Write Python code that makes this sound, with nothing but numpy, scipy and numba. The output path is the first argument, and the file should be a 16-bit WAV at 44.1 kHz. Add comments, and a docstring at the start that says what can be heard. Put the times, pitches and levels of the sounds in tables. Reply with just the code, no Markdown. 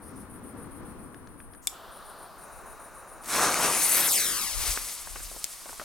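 """A bush-cricket chirps in the night over a low, fading rush, its wings rasping tooth by tooth.
Fingers tick on a jet lighter, its hammer snaps, and the gas flame hisses against a firework's fuse.
The powder catches with a roar, sharpens to a sizzle and lifts off; its echo off the gravel arrives
ever later and sweeps down through the hiss. Sparks pop, shoes shift the stones, gusts hit the mics."""
import sys
import numpy as np
from scipy import signal
from scipy.fft import rfft, irfft, next_fast_len
from scipy.io import wavfile
from scipy.ndimage import uniform_filter1d, map_coordinates
from numba import njit

SR = 44100
rng = np.random.default_rng(int(sys.argv[2]) if len(sys.argv) > 2 else 0)


def store_wav(level_fs):
    """Save 16-bit WAV to argv[1]."""
    pcm = np.round(np.clip(np.atleast_2d(level_fs), -1, 1) * 32767)
    wavfile.write(sys.argv[1], SR, pcm.T.astype(np.int16))


N = 257539
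T = np.arange(N) / SR

# Tone of the night air, the low rush and the wind on the mics: freq_hz, gain_db
AIR_EQ = [(25, 4), (45, 1.5), (80, -17.5), (200, -16.5), (600, -18), (1250, -11), (2200, -29), (4000, -45),
          (8000, -49.5), (16500, -37)]
RUSH_EQ = [(30, -29), (60, -1), (110, -3), (160, -4), (250, 1), (400, -7.5), (480, -9.5), (650, -15),
           (1150, -12), (1800, -22), (3000, -35), (6000, -42)]
WIND_EQ = [(20, -1), (38, 5.5), (60, -5), (100, -17), (160, -25.5), (400, -52)]
# Tone of the stones' stereo scatter and of the bounce off rough ground: freq_hz, gain_db
SCATTER_EQ = [(100, -16), (1300, -18), (2500, -10), (5000, -6), (8500, -4), (9800, -17), (16000, -28.5)]
GRAVEL_EQ = [(1500, 1.5), (5000, 0), (12000, -6.5), (16000, -14)]
# Gusts: centre_s, level_db, half_width_s
GUSTS = [(4.59, -34.5, .04), (4.65, -44, .18), (4.692, -31.5, .028), (5.19, -41.5, 0.14)]

# Resonance of the cricket's wing: freq_hz, gain_db
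WING_EQ = [(6500, -38), (7900, -26), (8500, -12.5), (8850, -4), (9050, -4), (9330, 3.5), (9700, -1.5),
           (10100, -4.5), (10900, -11), (12500, -13.5), (13800, -25), (16500, -38)]
# Wing strokes within one chirp: offset_s, length_s, gain_db
WING_STROKES = [(0, 0.036, -3.5), (0.031, 0.05, -2.5), (0.073, 0.036, -10)]
# Bouts of chirping: start_s, end_s, period_s, gain_db, final_drop_db
CHIRP_BOUTS = [(.017, 1.33, .138, -45.5, 11), (1.376, 1.71, .133, -48.5, 11), (1.91, 2.25, .133, -46.3, 0),
               (2.378, 3.28, .139, -46.3, 0)]
# Stones knocked by a shoe: start_s, knock_db, pitch_hz, grit_db
STONE_KNOCKS = [(4.7748, -19, 1420, -30.5), (5.073, -35, 1030, -35.5), (5.158, -28, 1220, -30.5),
                (5.203, -34, 1570, -37), (5.315, -37, 647, -39.5), (5.346, -45, 700, -43),
                (5.363, -38, 600, -39.5), (5.657, -43, 785, -35.5), (5.69, -38, 1180, -34.5),
                (5.729, -37, 895, -39), (5.7976, -23.5, 1440, -38), (5.8021, -30, 1200, -42),
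                (5.814, -36, 820, -31)]

# Finger ticks on the lighter: start_s, knock_db, scrape_db, scrape_hz
FINGER_TICKS = [(1.1451, -35.5, -47, 4200), (1.273, -42, -45.5, 4600), (1.4026, -37.5, -44, 2480),
                (1.536, -44, -48.5, 4000), (1.549, -41.5, -51, 4000)]
# The igniter's hammer striking and chattering: start_s, gain_db
HAMMER_HITS = [(1.6718, -9), (1.6724, -21), (1.671, -18)]
# Ring of the lighter's body: pitch_hz, gain_db, t60_s
LIGHTER_MODES = [(1850, -29, .015), (2320, -2.5, 0.018), (3520, -7, 0.033), (4150, -4, 0.021),
                 (5800, 1, 0.018), (6600, 4, 0.018), (6800, -4, 0.018), (7920, 12, 0.011),
                 (8060, 1, 0.0136), (8900, -11, 0.018), (10000, 0, 0.026), (10500, 5, 0.011),
                 (12850, -16, 0.017)]
# Tone of the opening rub, the slide before the snap and the snap's tail: freq_hz, gain_db
RUB_EQ = [(3000, -16), (5100, -3), (6000, -5), (9000, -18)]
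SLIDE_EQ = [(4000, -14), (7000, 1), (9000, -2), (16000, -9)]
TAIL_EQ = [(1000, -6.5), (2300, -10), (3500, -16), (5500, -11), (7000, -12), (9000, -13), (12000, -10)]
# Tone of the flame's roar and of its gas hiss, free and against the fuse: freq_hz, gain_db
FLAME_EQ = [(80, -13), (250, -8), (600, -2), (850, -2), (1200, 0.5), (1550, -5), (2100, -18.5), (3200, -30),
            (6000, -50)]
FREE_GAS_EQ = [(1200, -22), (2200, -5), (2900, 1.5), (4800, -0.5), (5600, -3.5), (7000, -4.5),
               (12000, -0.5), (14000, 0.5), (16000, -6)]
FUSE_GAS_EQ = [(1200, 4), (2600, 6), (3350, -10), (3800, 4.5), (4300, -1), (5000, -2.5), (5600, 0.5),
               (6700, 3.5), (7700, -1), (12000, 0), (14000, -8.5), (16000, -2)]

# Bursting sparks: start_s, snap_db, thump_db, spit_db
SPARK_POPS = [(3.238, -42, -60, -40), (3.244, -43, -60, -37), (3.26, -35, -55, -40),
              (3.543, -13, -10.5, -27), (3.775, -23, -25, -21), (5.4429, -10.5, -31, -37),
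              (5.529, -31, -50, -48)]
# Ring of a spark's snap: pitch_hz, gain_db, t60_s
SNAP_MODES = [(5600, -2.5, 0.0017), (7400, -1, 0.003), (10700, -8, .0028)]
# Thin tone of the sparks: freq_hz, gain_db
SPARK_EQ = [(300, -10), (1500, -20), (2200, -2.5), (16000, 2)]
# The four layers of burning powder, dark to bright: freq_hz, gain_db
ROAR_EQ = [(50, -25), (110, -13), (250, -5), (450, -2), (900, 0.5), (1180, 4.5), (1600, -2.5), (2200, -10),
           (3500, -26)]
HISS_EQ = [(1000, -20), (1750, -3), (2150, 1), (2900, -0.5), (3450, 0), (4070, 2), (4600, 3), (5350, 4),
           (5850, 2.5), (6350, 4), (7000, -1.5), (9000, -27)]
SIZZLE_EQ = [(4500, -38), (6200, -10.5), (7000, -4), (8500, 0.5), (9000, -2), (9600, 0), (10400, -2.5),
             (11200, -3.5), (12300, -10), (15000, -33)]
SPRAY_EQ = [(9000, -34), (10800, -13), (11700, -0.5), (13000, 2), (14300, -2), (15300, -4), (16500, -9)]
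# The firework's burn: time_s, gain_db, thrust (about 0 for a smouldering fuse, 1 for the full jet)
BURN_CURVE = [(3.23, -57, 0.17), (3.3, -38, 0.32), (3.35, -31.5, 0.16), (3.44, -27.8, -0.13),
              (3.55, -34, .05), (3.65, -28.5, 0.097), (3.71, -32, 0.12), (3.79, -31.5, 0.79),
              (3.93, -31, 1.02), (4.0, -29, 0.77), (4.06, -31.5, 0.78), (4.13, -31, 0.99),
              (4.31, -34.5, 0.49), (4.42, -36, 0.64), (4.55, -41, 0.64), (4.68, -33.5, 0.67),
              (4.8, -42.5, 0.64), (4.91, -43.5, 0.78), (5.04, -48.5, 0.53), (5.2, -48.5, .75),
              (5.84, -51.5, 0.57)]
# Its flight: time_s, ground_echo_ms, pan_db (left minus right)
FLIGHT_PATH = [(3.2, 0.1, .5), (3.85, .11, 2.7), (4.068, 0.078, 2.5), (4.185, .43, 2.5), (4.28, 0.588, 3.5),
               (4.39, 0.71, 4.5), (4.5, 1.11, 4.4), (4.6, 1.9, 3.8), (4.75, 3.5, 2.5), (5.84, 7, 0.1)]
# The band in which the mic pair shows direction: freq_hz, gain_db
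DIRECTION_EQ = [(8500, 0), (9400, -11), (10500, -33)]
# Reflections off the hand and stones near the jet: lag_ms, gain
NEAR_ECHOES = [(.48, 0.17), (.7, 0.067), (1.42, .12)]

LIFT_S, LIFT_TAKES_S = 4, 0.2


def undb(db):
    """Decibels to gain."""
    return 10 ** (np.asarray(db) / 20)


def level(x, db=0):
    """Scale to an rms level."""
    return x * undb(db) / np.sqrt(np.mean(x ** 2))


def curves(table):
    """A table's columns as automation lanes, joined by straight lines in time."""
    times, *columns = np.transpose(table)
    return [np.interp(T, np.sort(times), column) for column in columns]


def ramp(start, length):
    """A straight rise from 0 to 1."""
    return np.clip((T - start) / length, 0, 1)


def during(start, end, fade):
    """A gate with sloping edges."""
    return ramp(start, fade) * np.clip((end - T) / fade, 0, 1)


def cue(x, start_s):
    """Drop a short sound onto the timeline."""
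    return np.pad(x, (int(start_s * SR), N))[:N]


def colour(x, eq):
    """Filter by an EQ curve of (freq_hz, gain_db) points."""
    hz, db = np.transpose(eq)
    size = next_fast_len(N + SR // 10, True)
    bins_hz = np.maximum(np.fft.rfftfreq(size, 1 / SR), 1)
    gain = undb(np.interp(np.log(bins_hz), np.log(hz), db))
    return irfft(rfft(x, size) * gain, size)[:N]


def noise():
    """White noise."""
    return rng.standard_normal(N)


def walk(rate_hz):
    """Smooth random modulation with a spread near 1."""
    hold = max(int(SR / rate_hz), 1)
    steps = np.repeat(noise()[:N // hold + 1], hold)
    return uniform_filter1d(steps, hold)[:N] * np.sqrt(3 / 2)


def crackle(per_s, spread_db):
    """Random tiny clicks of uneven size."""
    size = undb(spread_db * np.minimum(rng.exponential(size=N), 6))
    return level((rng.random(N) < per_s / SR) * size * np.sign(noise()))


@njit
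def resonate(x, hz, width_hz):
    """Band-pass with a moving centre, gain 1 at the peak."""
    out, band_state, low_state = np.empty(len(x)), 0., 0.
    for i in range(len(x)):
        tuning, damping = np.tan(np.pi * hz[i] / SR), width_hz / hz[i]
        band = (band_state + tuning * (x[i] - low_state)) / (1 + tuning * (tuning + damping))
        band_state, low_state = 2 * band - band_state, low_state + 2 * tuning * band
        out[i] = damping * band
    return out


def delay(x, ms):
    """Read a sound at a moving lag."""
    return map_coordinates(x, [(T - ms / 1000) * SR], order=3)


def burst(start_s, db, hz, t60, ratio):
    """A dying crack of noise, in a band from hz / ratio to hz * ratio."""
    age = T[:SR // 4]
    edges_hz = [hz / ratio, min(hz * ratio, SR / 2 - 1000)]
    band = signal.butter(2, edges_hz, "band", fs=SR, output="sos")
    crack = signal.sosfilt(band, rng.standard_normal(len(age)) * undb(-60 * age / t60))
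    return cue(crack * undb(db) / np.abs(crack).max(), start_s)


def knock(start_s, db, hz, t60):
    """One fast-dying resonance."""
    age = T[:SR // 10]
    ring = np.sin(2 * np.pi * hz * age) * undb(-60 * age / t60)
    return cue(ring * undb(db) / np.abs(ring).max(), start_s)


def place(x, pan_db, scatter_db):
    """Pan between two mics (positive is left); stones scatter the sound differently to each."""
    echoes = rng.standard_normal(SR // 100)
    scattered = signal.fftconvolve(x, echoes / np.linalg.norm(echoes))[:N]
    side = undb(scatter_db) * colour(scattered, SCATTER_EQ)
    return np.array([(x + side) * undb(pan_db / 2), (x - side) * undb(-pan_db / 2)])


def night_air():
    """The bed: faint air, and a low rush with a slight hum that holds, then dies away early."""
    hold_s, fall_db_per_s, hum_hz = 0.85, 11.5, 485.0
    air = level(colour(noise(), AIR_EQ), -54.5) * undb(1.1 * walk(3.42))
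    hum = level(resonate(noise(), np.full(N, hum_hz), width_hz=14.0), -16.5)
    rush = level(colour(noise(), RUSH_EQ)) + hum
    rush_db = -45.5 - fall_db_per_s * np.maximum(T - hold_s, 0) + 0.69 * walk(14.1)
    rush *= undb(rush_db) * during(-1, 1.75, fade=0.21)
    return place(air, pan_db=6, scatter_db=14.5) + place(rush, pan_db=2, scatter_db=6.5)


def wind():
    """Gusts swell and flutter; air tumbles over each mic separately, mostly the left."""
    swell = sum(undb(db) * np.exp(-((T - s) / width) ** 2) for s, db, width in GUSTS)
    flutter = undb(1.2 * walk(21.9))
    return np.array([level(colour(noise(), WIND_EQ), db) * swell * flutter for db in (3.3, -2.6)])


def crickets():
    """Each stroke drags a row of teeth over a resonant wing; more insects blur together far off."""
    envelope = np.zeros(N)
    for start, end, period, bout_db, drop_db in CHIRP_BOUTS:
        times = np.arange(start, end, period)
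        fading = np.linspace(0, 1, len(times)) ** 3.8  # any drop in level comes late in a bout
        for s, db in zip(times, bout_db - drop_db * fading):
            for offset, length, stroke_db in WING_STROKES:
                arch = np.sin(np.linspace(0, np.pi, int(length * SR)))
                envelope += undb(db + stroke_db) * cue(np.abs(arch) ** 0.5, s + offset)
    teeth = crackle(per_s=3500, spread_db=-2.5)
    near = envelope * level(colour(teeth, WING_EQ), -3.5)
    far = level(colour(noise(), WING_EQ), -64) * undb(1.3 * walk(6))
    return place(near, pan_db=6.5, scatter_db=4) + place(far, pan_db=4.5, scatter_db=4)


def shoes():
    """Stones knock under a shifting foot; grit crunches over the dull scuff of the sole."""
    ring_cycles = 8
    steps = np.zeros(N)
    for s, db, hz, grit_db in STONE_KNOCKS:
        stone = knock(s, db, hz, t60=ring_cycles / hz)
        edge = burst(s, db - 10, hz=1.64 * hz, t60=0.0034, ratio=1.27)
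        grit = burst(s, grit_db, hz, t60=0.049, ratio=1.6)
        sole = burst(s, grit_db - 10.5, hz=430, t60=0.058, ratio=1.43)
        steps += stone + edge + grit + sole
    return place(steps, pan_db=1.5, scatter_db=1.5)


def fingers():
    """Fingers rub, tick and slide on the lighter before it fires."""
    rub = level(colour(noise(), RUB_EQ), -69) * during(0, 0.27, fade=0.05)
    ticks = np.zeros(N)
    for s, db, scrape_db, scrape_hz in FINGER_TICKS:
        ticks += knock(s, db, hz=1652, t60=0.01) + burst(s, scrape_db, scrape_hz, t60=0.013, ratio=1.47)
    slide = level(colour(noise(), SLIDE_EQ), -54) * during(1.615, 1.675, fade=0.019)
    return place(rub + ticks + slide, pan_db=2.5, scatter_db=-4)


def igniter():
    """A sprung hammer snaps and rings the lighter's body; the surroundings throw back a short tail."""
    age = T[:SR // 4]
    ring = sum(undb(db - 60 * age / t60) * np.sin(2 * np.pi * (hz * age + rng.random()))
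               for hz, db, t60 in LIGHTER_MODES)
    ring /= np.abs(ring).max()
    snap = sum(cue(ring * undb(db - 5), s) + burst(s, db, hz=8550, t60=0.0061, ratio=1.31)
               for s, db in HAMMER_HITS)
    snap += burst(HAMMER_HITS[0][0], db=-25, hz=1200, t60=0.024, ratio=11)
    snap += knock(1.6745, db=-22, hz=3520, t60=0.018)
    reverb = level(rng.standard_normal(len(age)) * np.exp(-age / 0.038)) / np.sqrt(len(age))
    tail = colour(signal.fftconvolve(snap, reverb)[:N], TAIL_EQ)
    return place(snap, pan_db=2.5, scatter_db=-4) + place(tail, pan_db=-0.23, scatter_db=2)


def flame():
    """The lighter's jet flame roars softly; its gas hiss turns hollow once it plays on the fuse."""
    lit_s, contact_s = 1.68, 2.407
    age = np.maximum(T - lit_s, 0)
    roar = level(colour(noise(), FLAME_EQ), -48.5) * undb(0.76 * walk(29.77))
    free = level(colour(noise(), FREE_GAS_EQ))
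    # the nozzle's resonance rises and weakens as it warms
    nozzle = resonate(free, hz=3180 + 1950 * age, width_hz=1600.0) * undb(7 - 8 * age)
    on_fuse = level(colour(noise(), FUSE_GAS_EQ), 2.6)
    contact = ramp(contact_s - 0.055, 0.11)
    gas = np.sqrt(1 - contact) * (free + nozzle) * undb(-2.5) + np.sqrt(contact) * on_fuse
    gas *= undb(-57 - 2.5 * age)  # the hiss sinks as the pressure drops
    return place((roar + gas) * during(lit_s, 3.4, fade=0.057), pan_db=0.7, scatter_db=-5.5)


def sparks():
    """Lumps of powder, too small to radiate bass, burst with a dry snap, a small thump and a spit."""
    pops = np.zeros(N)
    for s, snap_db, thump_db, spit_db in SPARK_POPS:
        pops += sum(knock(s, snap_db + db, hz, t60) for hz, db, t60 in SNAP_MODES)
        pops += knock(s, thump_db, hz=2280, t60=0.0058)
        pops += burst(s, spit_db, hz=7000, t60=0.019, ratio=2.4)
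    return place(colour(pops, SPARK_EQ), pan_db=2, scatter_db=-6)


def powder(eq, grain_db, flicker_db):
    """Burning powder: rushing gas, countless bursting grains and rarer spits, in an uneven flow."""
    gas = noise()
    grains = crackle(per_s=3500, spread_db=2.5)
    spits = 0.32 * crackle(per_s=120, spread_db=2.5)
    return level(colour(gas + undb(grain_db) * (grains + spits), eq)) * undb(flicker_db * walk(70))


def jet():
    """The powder roars while the fuse burns, and sharpens to a sizzle as thrust builds."""
    burn_db, thrust = curves(BURN_CURVE)
    aloft_db = -1.7 * ramp(LIFT_S, LIFT_TAKES_S)  # aloft, the roar thins and the spray is beamed away
    roar = powder(ROAR_EQ, grain_db=-5.5, flicker_db=0.28) * undb(1 - 9 * thrust + aloft_db)
    hiss = powder(HISS_EQ, grain_db=-4.5, flicker_db=0.92) * undb(1.08)
    sizzle = powder(SIZZLE_EQ, grain_db=-1.5, flicker_db=1.4) * undb(-2.5 + 9.8 * thrust)
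    spray = powder(SPRAY_EQ, grain_db=-13, flicker_db=1.7) * undb(-10 + 13 * thrust + aloft_db)
    # the jet resonates from the motor's start, climbing in pitch just before lift-off
    ring_mix = undb(1) * during(3.7, 4.09, fade=0.073)
    ring = resonate(sizzle + spray, hz=9800 + 3300 * ramp(3.91, 0.089), width_hz=3000.0)
    treble = (sizzle + spray + ring_mix * ring) / (1 + 0.5 * ring_mix)  # trim offsets the added ring
    envelope = undb(burn_db + 0.17 * walk(16)) * during(3.21, 7, fade=0.035)
    return (roar + hiss + treble) * envelope


def swirl(x, wander):
    """The flame whips about, so echoes from nearby things keep shifting until it lifts clear."""
    close = 1 - ramp(LIFT_S, LIFT_TAKES_S)
    return x + close * sum(gain * delay(x, ms * (1 + wander * walk(8.3))) for ms, gain in NEAR_ECHOES)


def firework():
    """The jet flanges against its own ground echo, whose lag grows as it climbs."""
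    echo_resting, echo_aloft, echo_half_ms = 0.39, 0.72, 1.76
    mic_lag_ms_per_db = 0.01
    echo_ms, pan_db = curves(FLIGHT_PATH)
    direct = swirl(jet(), wander=0.13)
    # the ground comes into the clear at lift-off; its roughness weakens the echo at longer lags
    echo_gain = echo_resting + (echo_aloft - echo_resting) * ramp(LIFT_S, 0.09)
    echo_gain /= 1 + (echo_ms / echo_half_ms) ** 2
    # the echo comes from ever different stones, so its lag trembles
    echo = delay(colour(direct, GRAVEL_EQ), echo_ms * (1 + 0.035 * walk(45)))
    flanged = (direct + echo_gain * echo) / np.sqrt(1 + 0.57 * echo_gain ** 2)
    left, right = place(flanged, pan_db, scatter_db=-3.5)
    # below the high treble, the right mic lags more the further left the jet is
    directional = colour(right, DIRECTION_EQ)
    return np.array([left, right - directional + delay(directional, mic_lag_ms_per_db * pan_db)])


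def scene():
    """The stereo mix, from the night bed up to the firework."""
    background = night_air() + wind() + crickets() + shoes()
    lighter = fingers() + igniter() + flame()
    return background + lighter + sparks() + firework()


def record(dry):
    """The phone cuts the deepest bass and the very top."""
    low_cut = signal.butter(2, 22, "high", fs=SR, output="sos")
    high_cut = signal.ellip(10, 0.2, 70, 16600, fs=SR, output="sos")
    return signal.sosfilt(high_cut, signal.sosfilt(low_cut, dry))


dry = scene()
out = record(dry)
store_wav(out)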